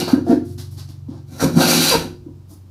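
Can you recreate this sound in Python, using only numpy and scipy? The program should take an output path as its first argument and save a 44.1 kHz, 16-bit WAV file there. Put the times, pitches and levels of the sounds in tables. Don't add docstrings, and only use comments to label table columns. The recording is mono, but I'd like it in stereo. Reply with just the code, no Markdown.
import sys
import numpy as np
from scipy import signal
from scipy.fft import rfft, irfft, next_fast_len
from scipy.io import wavfile
from scipy.ndimage import uniform_filter1d

SR = 44100
rng = np.random.default_rng(int(sys.argv[2]) if len(sys.argv) > 2 else 0)


def master_out(mix):
    frames = np.transpose(np.atleast_2d(mix))
    ceiling = np.clip(frames, -1, 1)
    pcm = np.round(ceiling * 32767).astype(np.int16)
    wavfile.write(sys.argv[1], SR, pcm)


N = 119070

# hiss of the sole, rumble of the board, rasp of the blade, tearing of the shaving
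# start_s, hiss_db, rumble_db, rasp_db, tear_db
ENDING_STROKE = [(0, -18.5, -26, -23.5, -14.5), (.03, -33, -17, -26.5, -37), (.062, -43, -45, -53, -50),
                 (.082, -30, -22, -22, -28), (.13, -37, -56, -30, -44), (.143, -68, -23, -19.5, -67)]
LONG_STROKE = [(1.275, -56.5, -50.5, -61.5, -74), (1.33, -45.5, -38, -49, -63),
               (1.382, -40.5, -40.5, -43, -59), (1.412, -17.5, -33, -21.5, -48),
               (1.444, -23.5, -12.5, -25.5, -42), (1.485, -63.5, -27.5, -38.5, -54.5),
               (1.534, -40.5, -32.5, -42.5, -51), (1.576, -25.5, -9, -22, -38.5),
               (1.61, -13, -19.5, -15.5, -18.5), (1.651, -17.5, -19.5, -20, -20),
               (1.70, -12, -16.5, -22, -17.5), (1.775, -17, -14.5, -23.5, -21),
               (1.885, -13.5, -25.5, -26, -15), (1.933, -20, -35.5, -23.5, -23.5),
               (1.966, -30, -53, -35, -26), (2.051, -43.5, -23.5, -37, -62), (2.11, -70, -41.5, -59, -65)]
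STROKE_FADE_S = 0.0043
# pitch_hz, width_hz, lift_db
PLANE_PEAKS = [(541, 90, 5), (775, 63, 5.5), (1426, 74, 10), (1990, 160, -0.5), (2390, 140, 7.5),
               (2900, 98, 5.5), (2920, 110, -11.5), (3923, 53, 15.5), (4194, 210, 11.5), (4606, 60, 12.5),
               (5720, 220, 8.5)]
# pitch_hz, density_db (per Hz)
HISS_COLOUR = [(500, -39.5), (1100, -10), (1650, -6.5), (2300, -7.5), (3300, -9), (4200, -8), (6200, -3.5),
               (7300, -7.5), (11000, -6), (13500, -8), (15500, -18.5)]
# pitch_hz, density_db (per Hz)
RASP_COLOUR = [(150, -19.5), (380, -4), (500, 0.5), (900, 1.5), (1200, -7), (1600, -4), (2000, -14.5),
               (4000, -42.5)]
# pitch_hz, density_db (per Hz)
TEAR_COLOUR = [(600, -23.5), (1400, -13), (1900, -11.5), (2700, 11.5), (4700, -1), (6000, -18),
               (9000, -35.5)]
# pitch_hz, density_db (per Hz)
RUMBLE_COLOUR = [(30, -5.5), (100, -5.5), (240, 19.5), (360, 6), (500, -14), (1000, -17), (4000, -33.5)]
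# pitch_hz, level_db, t60_s
BOARD_MODES = [(62, -14, 0.22), (167.9, -1, 0.14), (244.2, -16.5, 0.24), (270.7, -6, 0.11),
               (319, -1.5, 0.08), (449.4, -2.5, 0.12), (520, -1.5, 0.03), (718, -13.5, 0.14),
               (949.6, -6.5, 0.13), (1450, -17.5, 0.04)]
RADIATION_HZ = 111.1
FIBRES_PER_S, FIBRE_SCATTER_DB = 9000, 4.5
GRAIN_HZ, GRAIN_DB = 166.1, 1.3
PATCH_HZ, PATCH_DB = 70.13, 1.28
SPLINTERS_PER_S, SPLINTER_DB = 240, -15.5

# start_s, length_s, from_hz, to_hz, width_hz, level_db
IRON_SINGS = [(-.02, 0.13, 4450, 4380, 850, -33), (1.394, 0.03, 1660, 1440, 380, -24),
              (1.602, 0.056, 1433, 1430, 20, -19), (1.606, .145, 4500, 4750, 98, -29),
              (1.785, 0.16, 4634, 4755, 45, -25.5), (1.864, 0.04, 4080, 4020, 110, -19.5)]
SING_FADE_S = 0.0046

PANEL_HZ, PANEL_T60_S = 356.4, 0.67
PANEL_DB, HANDLING_DB = -12, -4.5
PANEL_WAVER, PANEL_WAVER_HZ = 0.0061, 24.76
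PANEL_START_DB = -13.49

# start_s, fourth_db, fifth_db, sixth_db
MOTOR_HUM = [(0.699, -34.5, -40, -39.5), (1.198, -41.5, -46, -41), (2.3, -43, -53, -45),
             (2.7, -41, -54, -61.5)]
MOTOR_HZ = 23.3
HUM_WAVER_DB, HUM_WAVER_HZ = 1.64, 6.9
# pitch_hz, density_db (per Hz)
AIR_COLOUR = [(25, -14.5), (60, 6.5), (150, 5), (320, -5), (500, -16.5), (1000, -19.5), (2000, -31),
              (5000, -29), (9000, -36)]
AIR_DB = -48.5

# start_s, thump_db, thump_hz, clack_db
PLANE_KNOCKS = [(.129, 1.5, 255.7, -56), (0.177, -12, 274.6, -21.5), (.292, -3.5, 255, -29),
                (0.308, -7.5, 247, -33), (.326, -3.5, 275, -22), (0.367, -17.5, 292, -30),
                (1.084, -20, 245, -41), (1.112, -32, 287, -44), (1.426, -15, 191, -12),
                (1.437, -24, 243, -11), (1.4471, -7.5, 170, -10.5), (1.466, -8.5, 164, -20),
                (1.568, -18.5, 245, -42), (1.941, -29.5, 178, -22), (1.952, -17.5, 175.4, -12.5),
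                (1.971, -22, 69.6, -23), (2.26, -25.5, 310.5, -51), (2.283, -30, 267, -41)]
THUMP_RISE_S, THUMP_SHAPE, CLACK_S = 0.0088, 3.7, 0.00058

# start_s, rise_s, length_s, hiss_db, wood_db, sizzle_db
LIGHT_SCUFFS = [(0.229, 0.061, 0.096, -39, -39, -46), (0.433, 0.02, 0.095, -56.5, -56, -50.5),
                (0.575, 0.005, 0.034, -39, -44.5, -40.5), (0.704, 0.011, 0.044, -56, -52.5, -49),
                (0.76, 0.021, 0.042, -40.5, -45, -46), (0.875, 0.014, 0.035, -47, -47, -54),
                (1.057, 0.039, 0.12, -57, -42, -88), (2.47, 0.036, 0.057, -57.5, -45, -47)]
SCUFF_FALL_S = 0.022
# pitch_hz, density_db (per Hz)
SCUFF_COLOUR = [(120, -65), (500, -7), (1500, 0), (2500, -6), (4000, 6), (5500, 5), (7500, -5), (11000, -8),
                (15500, -41)]
# pitch_hz, density_db (per Hz)
SIZZLE_COLOUR = [(500, -67), (5000, -3), (8000, -5.5), (11000, -0.5), (14000, -6), (15500, -11)]
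# pitch_hz, density_db (per Hz)
RUB_COLOUR = [(60, -9.5), (200, -2), (320, 4), (450, -18), (700, -9.5), (1100, -12.5), (1600, -26),
              (5000, -45)]

# start_s, level_db
JUDDER_LEVELS = [(.266, -20.5), (.285, -20.5), (.305, -10), (.33, -11.5), (.35, -41.5), (.385, -28.5)]
# pitch_hz, density_db (per Hz)
GROAN_COLOUR = [(100, -17), (240, -1.5), (340, 16), (470, -1.5), (700, -1), (1000, -21), (1500, -19.5),
                (2200, -25.5), (5000, -37.5), (12000, -69)]
# pitch_hz, width_hz, lift_db
GROAN_RESONANCES = [(318, 67, 10.4), (783, 160, 8.2), (1464, 74, 10.5), (1700, 110, 9.2)]
JUDDER_HZ = 234
SLIP_JITTER, SLIP_JITTER_HZ, SLIP_GRIT_DB = .035, 234, -7.5

# start_s, slip_hz, level_db
BLADE_CHATTER = [(1.913, 557, -18), (1.934, 477, -15), (1.943, 468, -13.5), (1.964, 418, -25)]

# pitch_hz, t60_s, echo_db (against direct sound), width (left-right difference, 0 to 1)
WORKSHOP = [(100, 1, -6, 0), (260, 0.46, -8.5, 0), (665, 0.31, -2.5, 0.76), (1510, 0.3, 1.5, 1.),
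            (4940, 0.32, -1, 0.91), (13000, 0.29, -3, 0.5)]
ECHO_DELAY_S, LEFT_LEAD_S, LEFT_LIFT_DB = .004, 0.00019, 0.5
TOP_HZ = 15300
SIDES = np.array([[1], [-1]])


def undb(db):
    return 10 ** (np.asarray(db) / 20)


def unit(x):
    return x / np.sqrt(np.mean(x ** 2))


def over_hz(f, hz, values):
    return np.interp(np.log(f + 1), np.log(hz), values)


def colour(x, points, peaks=()):
    size = next_fast_len(N + SR // 4, True)
    f = np.arange(size // 2 + 1) * SR / size
    gain = undb(over_hz(f, *np.array(points).T))
    lift = 1 + sum((undb(db) - 1) / (1 + 2j * (f - hz) / width) for hz, width, db in peaks)
    return unit(irfft(rfft(x, size) * gain * lift, size)[..., :N])


def walk(hz):
    k = int(SR / hz)
    held = rng.standard_normal(N)[np.arange(N) // k]
    return unit(uniform_filter1d(held, k))


def fibres(channels=1):
    shape = (channels, N)
    struck = rng.random(shape) < FIBRES_PER_S / SR
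    sizes = rng.standard_normal(shape) * undb(FIBRE_SCATTER_DB * rng.standard_normal(shape))
    wood_db = GRAIN_DB * walk(GRAIN_HZ) + PATCH_DB * walk(PATCH_HZ)
    return np.squeeze(struck * sizes) * undb(wood_db)


def board(push):
    t = np.arange(SR) / SR
    ring = sum(undb(db) * np.sin(2 * np.pi * hz * t) * np.exp(-np.log(1000) * t / t60)
               for hz, db, t60 in BOARD_MODES)
    ring = signal.sosfilt(signal.butter(2, RADIATION_HZ, "high", fs=SR, output="sos"), ring)
    return signal.fftconvolve(push, ring)[:N]


def strokes(t):
    levels = np.zeros((4, N))
    for rows in map(np.array, (ENDING_STROKE, LONG_STROKE)):
        times = rows[:, 0]
        outside = np.maximum(times[0] - t, 0) + np.maximum(t - times[-1], 0)
        gains = undb([np.interp(t, times, column) for column in rows.T[1:]])
        levels += np.exp(-outside / STROKE_FADE_S) * gains
    hiss, rumble, rasp, tear = levels
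    splinters = unit((rng.random(N) < SPLINTERS_PER_S / SR) * rng.uniform(-1, 1, N))
    snaps = unit(fibres()) + undb(SPLINTER_DB) * splinters
    shaving = tear * colour(snaps, TEAR_COLOUR, PLANE_PEAKS)
    sole = hiss * colour(fibres(channels=2), HISS_COLOUR, PLANE_PEAKS)
    deep = rumble * unit(board(colour(fibres(), RUMBLE_COLOUR)))
    blade = rasp * colour(fibres(), RASP_COLOUR, PLANE_PEAKS)
    return sole + shaving, deep + blade


def sings(t):
    out = np.zeros(N)
    for start, length, from_hz, to_hz, width, db in IRON_SINGS:
        glide_hz = np.interp(t, [start, start + length], [from_hz, to_hz])
        turn = np.exp(2j * np.pi * np.cumsum(glide_hz) / SR)
        narrow = signal.butter(2, width / 2, fs=SR, output="sos")
        ring = np.real(turn * signal.sosfilt(narrow, fibres() / turn))
        fade_in = np.clip((t - start) / SING_FADE_S, 0, 1)
        bite = fade_in * np.exp(-np.maximum(t - start - length, 0) / SING_FADE_S)
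        out += undb(db) * bite * ring / np.sqrt(np.average(ring ** 2, weights=bite ** 2))
    return out


def panel(shake):
    keep = np.exp(-2 * np.log(1000) / (PANEL_T60_S * SR))
    stored = undb(PANEL_START_DB) ** 2 * keep ** np.arange(N)
    energy = signal.lfilter([1 - keep], [1, -keep], shake ** 2) + stored
    pitch_hz = PANEL_HZ * (1 + PANEL_WAVER * walk(PANEL_WAVER_HZ))
    phase = 2 * np.pi * np.cumsum(pitch_hz) / SR
    return undb(PANEL_DB) * np.sqrt(2 * energy) * np.sin(phase)


def background(t):
    times, *levels = np.array(MOTOR_HUM).T
    turn = 2 * np.pi * MOTOR_HZ * t
    hum = sum(np.sqrt(2) * undb(np.interp(t, times, db)) * np.cos(order * turn)
              for order, db in zip((4, 5, 6), levels))
    hum = hum * undb(HUM_WAVER_DB * walk(HUM_WAVER_HZ))
    mid, side = (colour(rng.standard_normal(N), AIR_COLOUR) for _ in range(2))
    side = signal.sosfilt(signal.butter(1, 700, "high", fs=SR, output="sos"), side)
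    return hum + undb(AIR_DB) * (mid + side * SIDES)


def knocks(t):
    thumps, push = np.zeros(N), np.zeros(N)
    for start, thump_db, hz, clack_db in PLANE_KNOCKS:
        age = np.maximum(t - start, 0)
        swell = (age / THUMP_RISE_S * np.exp(1 - age / THUMP_RISE_S)) ** THUMP_SHAPE
        thumps -= undb(thump_db) * swell * np.sin(2 * np.pi * hz * age)
        half_sine = np.sin(np.pi * np.minimum(age / CLACK_S, 1)) * np.pi / (2 * CLACK_S * SR)
        push += undb(clack_db) * half_sine
    return thumps + board(push)


def scuffs(t):
    hiss, wood, sizzle = np.zeros((3, N))
    for start, rise, length, hiss_db, wood_db, sizzle_db in LIGHT_SCUFFS:
        swell = np.clip((t - start) / rise, 0, 1) ** 2
        touch = swell * np.exp(-np.maximum(t - start - length, 0) / SCUFF_FALL_S)
        hiss += undb(hiss_db) * touch
        wood += undb(wood_db) * touch
        sizzle += undb(sizzle_db) * touch
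    thin = hiss * colour(fibres(channels=2), SCUFF_COLOUR)
    fine = sizzle * colour(fibres(channels=2), SIZZLE_COLOUR)
    return thin + fine, wood * colour(fibres(), RUB_COLOUR)


def stick_slip(hz):
    cycles = np.cumsum(hz * (1 + SLIP_JITTER * walk(SLIP_JITTER_HZ))) / SR
    pulses = np.diff(np.floor(cycles), prepend=0)
    return unit(pulses) + undb(SLIP_GRIT_DB) * unit(fibres())


def judder(t):
    times, db = np.array(JUDDER_LEVELS).T
    level = undb(np.interp(t, times, db, left=-np.inf, right=-np.inf))
    return level * colour(stick_slip(JUDDER_HZ), GROAN_COLOUR, GROAN_RESONANCES)


def chatter(t):
    times, hz, db = np.array(BLADE_CHATTER).T
    level = undb(np.interp(t, times, db, left=-np.inf, right=-np.inf))
    return level * colour(stick_slip(np.interp(t, times, hz)), RASP_COLOUR)


def workshop(x, left_lift_db):
    hz, t60, echo_db, width = np.array(WORKSHOP).T
    f, age, tails = signal.stft(rng.standard_normal((2, SR)), SR, nperseg=512)
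    rate = np.log(1000) / over_hz(f, hz, t60)[:, None]
    tails = signal.istft(tails * np.exp(-rate * age) * np.sqrt(2 * rate / SR), SR)[1]
    f = np.arange(N + 1) * SR / (2 * N)
    mid, side = rfft(tails, 2 * N) * np.exp(-2j * np.pi * f * ECHO_DELAY_S)
    wet = undb(over_hz(f, hz, echo_db))
    wide = np.clip(over_hz(f, hz, width), 0, 1)
    direct = undb(SIDES * left_lift_db / 2) * np.exp(1j * np.pi * f * LEFT_LEAD_S * SIDES)
    echo = wet * (mid + SIDES * wide * side) / np.hypot(1, wide)
    return irfft(rfft(x, 2 * N) * (direct + echo) / np.hypot(1, wet))[:, :N]


def scene():
    t = np.arange(N) / SR
    cut_hiss, cut_wood = strokes(t)
    rub_hiss, rub_wood = scuffs(t)
    handling = rub_wood + knocks(t) + judder(t)
    ring = panel(cut_wood + undb(HANDLING_DB) * handling)
    planing = cut_hiss + cut_wood + sings(t) + chatter(t)
    return workshop(planing + rub_hiss + handling + ring, LEFT_LIFT_DB) + background(t)


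def record(dry):
    low_pass = signal.ellip(8, .2, 80, TOP_HZ, fs=SR, output="sos")
    return signal.sosfilt(low_pass, np.clip(dry, -1, 1))


dry = scene()
out = record(dry)
master_out(out)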